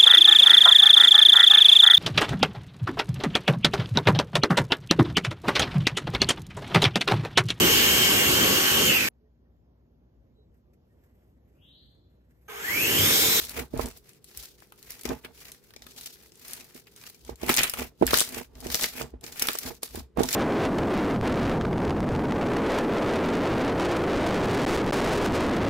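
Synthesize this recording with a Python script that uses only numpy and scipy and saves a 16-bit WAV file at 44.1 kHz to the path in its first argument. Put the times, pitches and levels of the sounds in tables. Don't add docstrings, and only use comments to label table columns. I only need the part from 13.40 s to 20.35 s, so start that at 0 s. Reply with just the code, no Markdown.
import sys
import numpy as np
from scipy import signal
from scipy.fft import rfft, irfft, next_fast_len
from scipy.io import wavfile

SR = 44100
rng = np.random.default_rng(int(sys.argv[2]) if len(sys.argv) > 2 else 0)


def gain_from_db(level_db):
    decades = np.asarray(level_db, float) / 20
    return 10 ** decades


def master(y):
    cut = np.clip(np.atleast_2d(y).T, -1, 1)
    pcm = np.round(cut * 32767)
    wavfile.write(sys.argv[1], SR, pcm.astype(np.int16))


N = 306495


def rms_one(x):
    return x / np.sqrt(np.mean(x ** 2) + 1e-20)


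def sides(pan_db):
    return gain_from_db(np.array([pan_db / 2, -pan_db / 2]))


def drift(rate):
    r = np.exp(-80 * np.pi * rate / SR)
    noise = rng.standard_normal(N // 40 + 2002)
    slow = signal.lfilter([1], [1, -2 * r, r * r], noise)[2000:]
    return np.interp(np.arange(N) / 40, np.arange(len(slow)), rms_one(slow))


def ring(clicks, hz, t60):
    r, w = gain_from_db(-60 / (t60 * SR)), 2 * np.pi * hz / SR
    return signal.lfilter([0, np.sin(w)], [1, -2 * r * np.cos(w), r * r], clicks + 1e-18)


def colour(x, spectrum):
    hz, db = np.transpose(spectrum)
    size = next_fast_len(N)
    bins_hz = np.linspace(1, SR / 2, size // 2 + 1)
    gain = gain_from_db(np.interp(np.log(bins_hz), np.log(hz), db))
    return irfft(rfft(x, size) * gain, size)[..., :N]


def cut(x, hz, kind):
    return signal.sosfilt(signal.butter(2, hz, kind, fs=SR, output="sos"), x)


def swells(s, rise, fall, peak_db, steepness=1):
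    drop_db, rounding = 21, 1.4
    t = np.arange(0, N + 40, 40) / SR
    off = t - s[:, None]
    span = np.where(off < 0, rise[:, None], fall[:, None])
    reach = np.abs(off) / np.maximum(span, .003)
    level_db = peak_db[:, None] - steepness * drop_db * reach ** rounding
    power = gain_from_db(2 * level_db).sum(axis=0)
    return np.interp(np.arange(N) / SR, t, np.sqrt(power) + 1e-7)


def kneading():
    # peak time in seconds, rise in seconds, fall in seconds, relative peak level in dB,
    # wet low part against that level in dB
    strokes = [(0.0, .1, 0.11, -30, -9.5), (0.12, 0.058, 0.085, -51, -5), (0.198, 0.22, 0.068, -39.5, -3.5),
               (0.411, 0.091, 0.14, -39.5, -6), (0.48, 0.086, 0.061, -51, -1),
               (0.57, 0.05, 0.045, -53, -8.5), (0.692, 0.088, 0.14, -56, -5.5),
               (0.91, 0.039, 0.044, -50, -6.5), (1.02, .17, 0.15, -45.5, -8.5),
               (1.22, 0.091, .12, -56.5, -6), (1.52, 0.19, 0.35, -47, -5.5), (1.658, .015, 0.15, -41, -3),
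               (1.848, 0.012, 0.025, -47, 2), (2.081, 0.2, 0.11, -45, -5.5), (2.25, 0.085, 0.23, -58, -6.5),
               (2.66, 0.25, .13, -43, -9), (2.84, 0.15, 0.07, -51.5, -6.5), (3.13, 0.23, 0.26, -44, -6),
               (3.39, 0.16, 0.049, -51, -5.5), (3.47, 0.012, 0.034, -60, 1), (3.66, 0.19, 0.18, -47.5, -7),
               (3.899, 0.11, 0.043, -49.5, -9), (4.041, .06, 0.12, -42, -2.5), (4.097, .03, 0.074, -21, -3),
               (4.189, 0.037, .13, -27.5, 1.5), (4.409, 0.12, 0.071, -35, -3), (4.63, 0.014, 0.056, -57, 4),
               (4.679, 0.024, 0.17, -45, 9.5), (4.768, 0.11, .11, -23, -8), (4.978, 0.17, 0.081, -38, -3.5),
               (5.262, 0.037, 0.25, -40, -5.5), (5.43, 0.18, 0.1, -27.5, -7.5),
               (5.598, 0.099, 0.069, -34.5, -3.5), (5.842, 0.017, 0.24, -42.5, -6),
               (6.029, 0.1, 0.18, -34.5, -3.5), (6.14, 0.061, 0.083, -36.5, -6),
               (6.28, 0.18, 0.085, -37, -7), (6.432, 0.011, .07, -37.5, -7),
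               (6.578, 0.11, 0.057, -41.5, -7), (6.799, 0.028, 0.15, -40, -9), (6.9, 0.05, .11, -34, -6.5),
               (6.95, 0.052, 0.12, -19.5, -7)]
    s, rise, fall, peak_db, wet_db = np.transpose(strokes)
    wet_steepness = 1.13
    return swells(s, rise, fall, peak_db), swells(s, rise, fall, peak_db + wet_db, wet_steepness)


def crackle():
    # frequency in Hz, level in dB
    crackle_colour = [(600, 6.5), (1000, 3), (2400, 14.5), (5000, 5.5), (9000, -4.5), (12500, 0),
                      (15800, -1), (16300, -31)]
    grains_per_s = 1500
    bright_gain, low_gain = kneading()
    sizes = gain_from_db(3.0 * np.minimum(rng.exponential(1, N), 4)) * rng.choice([-1, 1], N)
    clumps = drift(50)
    born = rng.random(N) < grains_per_s * gain_from_db(7.0 * clumps) / SR
    places = sides(1.9 * rng.standard_normal(N))
    pitches = np.geomspace(900, 15500, 14)
    dealt = rng.integers(0, 14, N)
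    grains = 0
    for k, hz in enumerate(pitches):
        clicks = sizes * born * (dealt == k) * places
        clicks[1] = np.roll(clicks[1], rng.integers(-8, 9))
        grains = grains + ring(clicks, hz, 6 / hz) * hz
    fizz = rng.standard_normal((2, N)) * gain_from_db(2.6 * clumps + 2.1 * drift(27.5))
    mixed = rms_one(grains) + gain_from_db(8.5) * rms_one(cut(fizz, 3000, "high"))
    both = colour(mixed, crackle_colour)
    low, high = cut(both, 3300, "low"), cut(both, 2600, "high")
    bright = bright_gain * gain_from_db(1.5) * rms_one(high) * sides(1.4)[:, None]
    return bright + low_gain * gain_from_db(6.0) * rms_one(low)


def scattered_pops():
    count, low_hz, high_hz = 170, 2500, 13000
    over_db, spread_db = 5.5, 2.5
    when, pitch, size = rng.random((count, 3)).T
    crackle_db = 20 * np.log10(kneading()[0][(when * (N - 1)).astype(int)])
    peak_db = crackle_db + over_db - spread_db * np.log(1 - .95 * size)
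    return list(zip(when * N / SR, peak_db, low_hz * (high_hz / low_hz) ** pitch))


def pops():
    # time in seconds, nominal peak level in dB, centre frequency in Hz
    clear_pops = [(0.0498, -26.5, 11700), (0.0943, -25.5, 9900), (0.1922, -26.5, 3130), (0.3752, -33, 9000),
                  (0.3956, -31.0, 1700), (0.458, -29.5, 7440), (0.4853, -34.5, 12000), (0.5732, -39, 11500),
                  (0.692, -41, 8300), (0.8432, -38.5, 8600), (0.9735, -25, 12300), (1.0268, -38, 9400),
                  (1.3221, -37.5, 2600), (1.4275, -37.5, 8800), (1.505, -25.5, 11700),
                  (1.5192, -31.5, 10300), (1.6112, -34, 9300), (1.6343, -34, 9900), (1.654, -24, 4660),
                  (1.6902, -28, 4930), (1.848, -30.5, 3080), (1.9764, -48, 6500), (2.054, -42, 3750),
                  (2.118, -32.5, 8300), (2.306, -43, 3320), (2.3377, -41, 3630), (2.363, -35, 4700),
                  (2.421, -35.5, 4170), (2.4665, -35.5, 3100), (2.6107, -32, 8300), (2.6593, -27, 11600.0),
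                  (2.92, -45, 6130.0), (2.9962, -45, 9460), (3.0487, -39, 6960), (3.0815, -31.5, 11100.0),
                  (3.1094, -35, 8200), (3.1334, -23.5, 9400), (3.2082, -36.5, 5450), (3.3468, -42.5, 7660),
                  (3.4701, -45.5, 4120), (3.5624, -39.5, 8000), (3.6652, -35, 5650), (3.8491, -40.5, 6800),
                  (3.8973, -38, 4800), (3.9574, -42, 8870), (4.0101, -46, 2450), (4.0324, -34, 2080),
                  (4.064, -28, 9400), (4.0926, -9, 2700), (4.1406, -13, 7540), (4.1503, -20.5, 9000),
                  (4.1653, -12.5, 11000), (4.1724, -10, 4900), (4.1813, -11, 3990), (4.1902, -10.5, 4720),
                  (4.233, -9, 7840), (4.2415, -14, 2800), (4.2968, -17, 10600), (4.337, -17.5, 2500),
                  (4.3721, -28.5, 2630), (4.6243, -35, 1326), (4.6668, -13, 10660), (4.6765, -19, 3490),
                  (4.7074, -18, 3730), (4.733, -22.5, 1610), (4.7413, -6.5, 3480), (4.7546, -17, 6170),
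                  (4.774, -11.5, 8600), (4.7863, -12, 7300), (4.7953, -11, 7290), (4.8047, -9.5, 8000),
                  (4.8172, -24, 8460), (4.8895, -32, 9300), (5.1534, -42.5, 4400), (5.204, -35, 10400),
                  (5.3016, -23.5, 4130), (5.3445, -11, 4200), (5.3535, -15, 11200), (5.4114, -18.5, 7900),
                  (5.4352, -16, 7260), (5.4416, -12.5, 4140), (5.8106, -44.5, 8000), (5.8403, -29.5, 5140),
                  (5.9242, -33, 5700), (5.978, -38.5, 9700), (5.9958, -19, 9100), (6.022, -9, 11660),
                  (6.0711, -17, 11600), (6.0858, -11, 3100), (6.132, -22.5, 10800), (6.154, -25, 5860),
                  (6.1865, -16, 12370), (6.421, -50.5, 6900), (6.4315, -19, 9050), (6.5557, -27.5, 9800),
                  (6.7737, -32, 2670), (6.795, -30, 5330), (6.8335, -17, 8000), (6.856, -28, 6300),
                  (6.8889, -17.5, 4900), (6.9285, -15.5, 8940)]
    snap_db = -4
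    out, t = np.zeros((2, N + 2000)), np.arange(1500) / SR
    decay = gain_from_db(-60 * t / 0.03) + gain_from_db(-35.0 - 60 * t / 0.065)
    envelope = (1 - np.exp(-(t / 0.00036) ** 2)) * decay
    rows = clear_pops + scattered_pops()
    places_db = rng.normal(2.2, 2.7, len(rows))
    for (s, peak_db, hz), pan_db in zip(rows, places_db):
        tears = gain_from_db(6.7 * np.minimum(rng.standard_normal(1500), 2))
        spray = rng.standard_normal((3, 1500)) * tears
        spray = rms_one(spray[:2] + 0.39 * spray[2]) * envelope
        spray[:, 44:47] += gain_from_db(snap_db) * np.array([8, -3, -4])
        edges = [hz / 1.91, min(hz * 1.61, .45 * SR)]
        centred = signal.sosfilt(signal.butter(2, edges, "band", fs=SR, output="sos"), spray)
        pop = centred + gain_from_db(-6) * cut(spray, 1800, "high")
        pop = pop + gain_from_db(-15) * ring(spray, .5 * hz, .005)
        early_rms = np.sqrt(np.mean(pop[:, 20:120] ** 2))
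        pop = pop / early_rms * gain_from_db(peak_db - 5.5) * sides(pan_db)[:, None]
        at = max(round(s * SR) - 24, 0)
        lag = int(np.clip(round(-pan_db), -8, 8))
        out[0, at + 8 + lag:at + 1508 + lag] += pop[0]
        out[1, at + 8:at + 1508] += pop[1]
    return out[:, 8:N + 8]


def room(x):
    t60_s, wall_cut_hz = .22, 26000
    size = next_fast_len(N + SR // 2)
    w = np.linspace(0, np.pi, size // 2 + 1)
    dull = 1 / (1 + 1j * w * SR / (2 * np.pi * wall_cut_hz))
    out = np.zeros((2, len(w)), complex)
    lags = (rng.uniform(.004, 0.033, 16) * SR).astype(int)
    for k, lag in enumerate(lags):
        loop = gain_from_db(-60 * lag / SR / t60_s) * dull * np.exp(-1j * w * lag)
        out[k % 2] += loop / (1 - loop) * (-1) ** (k // 2)
    return irfft(out * rfft(x.mean(axis=0), size), size)[:, :N]


def table_ring(push):
    # frequency in Hz, relative level in dB, time to fall 60 dB in seconds, left-right in dB
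    modes = [(144, -3.5, 0.15, -3.5), (254.2, 0.5, 0.12, -0.5), (378, -3.5, 0.037, -14.5),
             (462.7, -2.5, 0.072, -8), (660, -1, 0.022, -10), (850, -0.5, 0.014, -9),
             (1168, -32.5, 0.074, 17)]
    rung = 0
    for hz, level_db, t60, pan_db in modes:
        rung = rung + gain_from_db(level_db) * ring(push, hz, t60) * sides(pan_db)[:, None]
    return rung


def landings():
    # start in seconds, nominal peak level in dB, contact frequency in Hz, left-right in dB
    thuds = [(0.1856, -27.5, 454, -8.5), (0.2035, -38, 393, -10), (0.3368, -26.5, 315, -12),
             (0.3435, -34.5, 294, -12), (0.3939, -24, 574, -26), (0.457, -31.5, 466, -10),
             (1.2218, -50, 920, 22), (1.6527, -24, 366.0, 3), (1.6938, -33.5, 346, 15),
             (1.7161, -22, 410, -5), (1.8496, -39.5, 415, 2), (1.861, -39, 1040, 8),
             (2.3623, -41.5, 450, 6), (3.3508, -42.5, 300, -6), (3.8921, -28.5, 464.3, -11.5),
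             (4.032, -26, 377, -12), (4.0972, -19.5, 320, -6), (4.1809, -37, 630, -2),
             (4.2423, -54, 623, 1), (4.4184, -24.5, 528, -8), (4.6123, -15.5, 314, 2.5),
             (4.6235, -11, 446, -15.5), (4.629, -14, 375, -9.5), (4.7325, -7.5, 607, -2),
             (4.8128, -17.5, 685, 0), (4.968, -32, 420, -13.5), (5.2598, -26, 363, -5),
             (5.348, -29.5, 516, -11), (5.441, -25, 520, -1), (5.6116, -23.5, 660.0, -10.5),
             (5.7372, -35, 372, -5), (5.8408, -42.5, 368, -11.5), (6.0238, -32.5, 420, -5),
             (6.0939, -31, 454, -9.5), (6.1519, -25, 660, -8), (6.4309, -27.5, 577, -6.5),
             (6.5465, -41, 415, -27), (6.5722, -32.5, 284, -2), (6.7719, -21.5, 547, -12),
             (6.782, -19, 288, 0), (6.7901, -20.5, 490, -11.5), (6.8048, -12.5, 410, -10),
             (6.8206, -29, 363, -9)]
    left_lag_s = 0.00067
    contact, t = np.zeros((2, N + 1800)), np.arange(1800) / SR
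    for s, peak_db, hz, pan_db in thuds:
        turns = hz * (t - [[left_lag_s], [0]])
        swing = np.sin(2 * np.pi * turns) + 0.66 * np.sin(3.6 * np.pi * turns)
        dent = swing * np.exp(-((turns - .9) / 0.69) ** 2)
        squelch = cut(cut(rng.standard_normal((2, 1800)), 2.0 * hz, "low"), 1.3 * hz, "high")
        spreading = gain_from_db(-17.5 - 60 * t / 0.078) * (1 - np.exp(-t * hz)) * rms_one(squelch)
        at = round(s * SR)
        contact[:, at:at + 1800] += gain_from_db(peak_db) * (dent + spreading) * sides(pan_db)[:, None]
    contact = contact[:, :N]
    blow = contact + .5 * contact[::-1]
    return contact + gain_from_db(-45.5) * table_ring(blow)


def pressing():
    # peak time in seconds, rise in seconds, fall in seconds, rubbing level in dB, sway level in dB
    presses = [(0.0, .1, 0.11, -52, -48), (0.208, 0.089, 0.069, -38, -40), (0.37, 0.042, 0.15, -35.5, -30),
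               (0.478, 0.12, 0.049, -42, -43), (1.0, 0.05, 0.054, -86, -50.5),
               (1.53, 0.12, 0.064, -77, -60), (1.708, 0.049, 0.079, -32.5, -37.5),
               (1.86, 0.044, 0.12, -54, -63), (2.1, .25, 0.044, -86, -64), (2.43, 0.12, 0.23, -60.5, -67),
               (3.15, 0.2, 0.2, -63, -80), (3.929, 0.093, 0.027, -47, -44.5), (4.04, 0.032, 0.16, -38, -50),
               (4.418, 0.067, 0.077, -37.5, -42), (4.649, 0.044, 0.11, -38, -33),
               (4.999, 0.12, 0.035, -36.5, -50), (5.16, 0.016, 0.041, -52.5, -52),
               (5.3, 0.21, 0.089, -43, -44), (5.628, 0.12, 0.073, -38.5, -49),
               (5.744, 0.034, 0.084, -56.5, -43.5), (5.84, 0.036, 0.21, -49.5, -56),
               (6.08, .15, 0.088, -52, -68), (6.271, 0.071, 0.097, -40.5, -47.5),
               (6.59, 0.086, 0.067, -43.5, -38), (6.788, 0.023, .11, -26, -34)]
    s, rise, fall, rub_db, sway_db = np.transpose(presses)
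    return swells(s, rise, fall, rub_db), swells(s, rise, fall, sway_db)


def rubbing():
    gain = pressing()[0] + gain_from_db(-15.5) * kneading()[1]
    lumps = rng.standard_normal((2, N)) * gain_from_db(3.7 * drift(39))
    lumps = lumps + 0.34 * lumps[::-1]
    rubbed = rms_one(cut(table_ring(lumps), 160, "high"))
    squish = rms_one(cut(cut(lumps, 510, "high"), 1200, "low"))
    return gain * (rubbed + gain_from_db(-13) * squish)


def sway():
    sway_hz, t60_s = 62.4, 0.16
    idle_db, wander_db = -70, 2.5
    gain = pressing()[1] + gain_from_db(idle_db + wander_db * drift(6.0))
    push = rng.standard_normal((3, N))
    swaying = ring(push[0] + .3 * push[1:], sway_hz, t60_s)
    return gain * rms_one(cut(swaying, 45, "high"))


def rumble():
    # frequency in Hz, relative level in dB
    rumble_colour = [(25, -42), (64, -28.5), (110, 5), (300, -2.5), (430, 2.5), (620, -14.5), (1500, -23),
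                     (4000, -31.5), (16000, -47)]
    white = rng.standard_normal((3, N))
    return gain_from_db(-63) * rms_one(colour(white[0] + 0.8 * white[1:], rumble_colour))


def scene():
    bursts = pops()
    slime = crackle() + bursts + gain_from_db(-14.5) * room(bursts)
    return slime + landings() + rubbing() + sway() + rumble()


def band_limit(x):
    return signal.sosfilt(signal.butter(12, 16990, fs=SR, output="sos"), x)


def record(dry):
    low_pass = signal.cheby2(10, 50, 16500, fs=SR, output="sos")
    finished = np.clip(signal.sosfilt(low_pass, dry), -1, 1)
    return band_limit(finished)


dry = scene()
out = record(dry)
master(out)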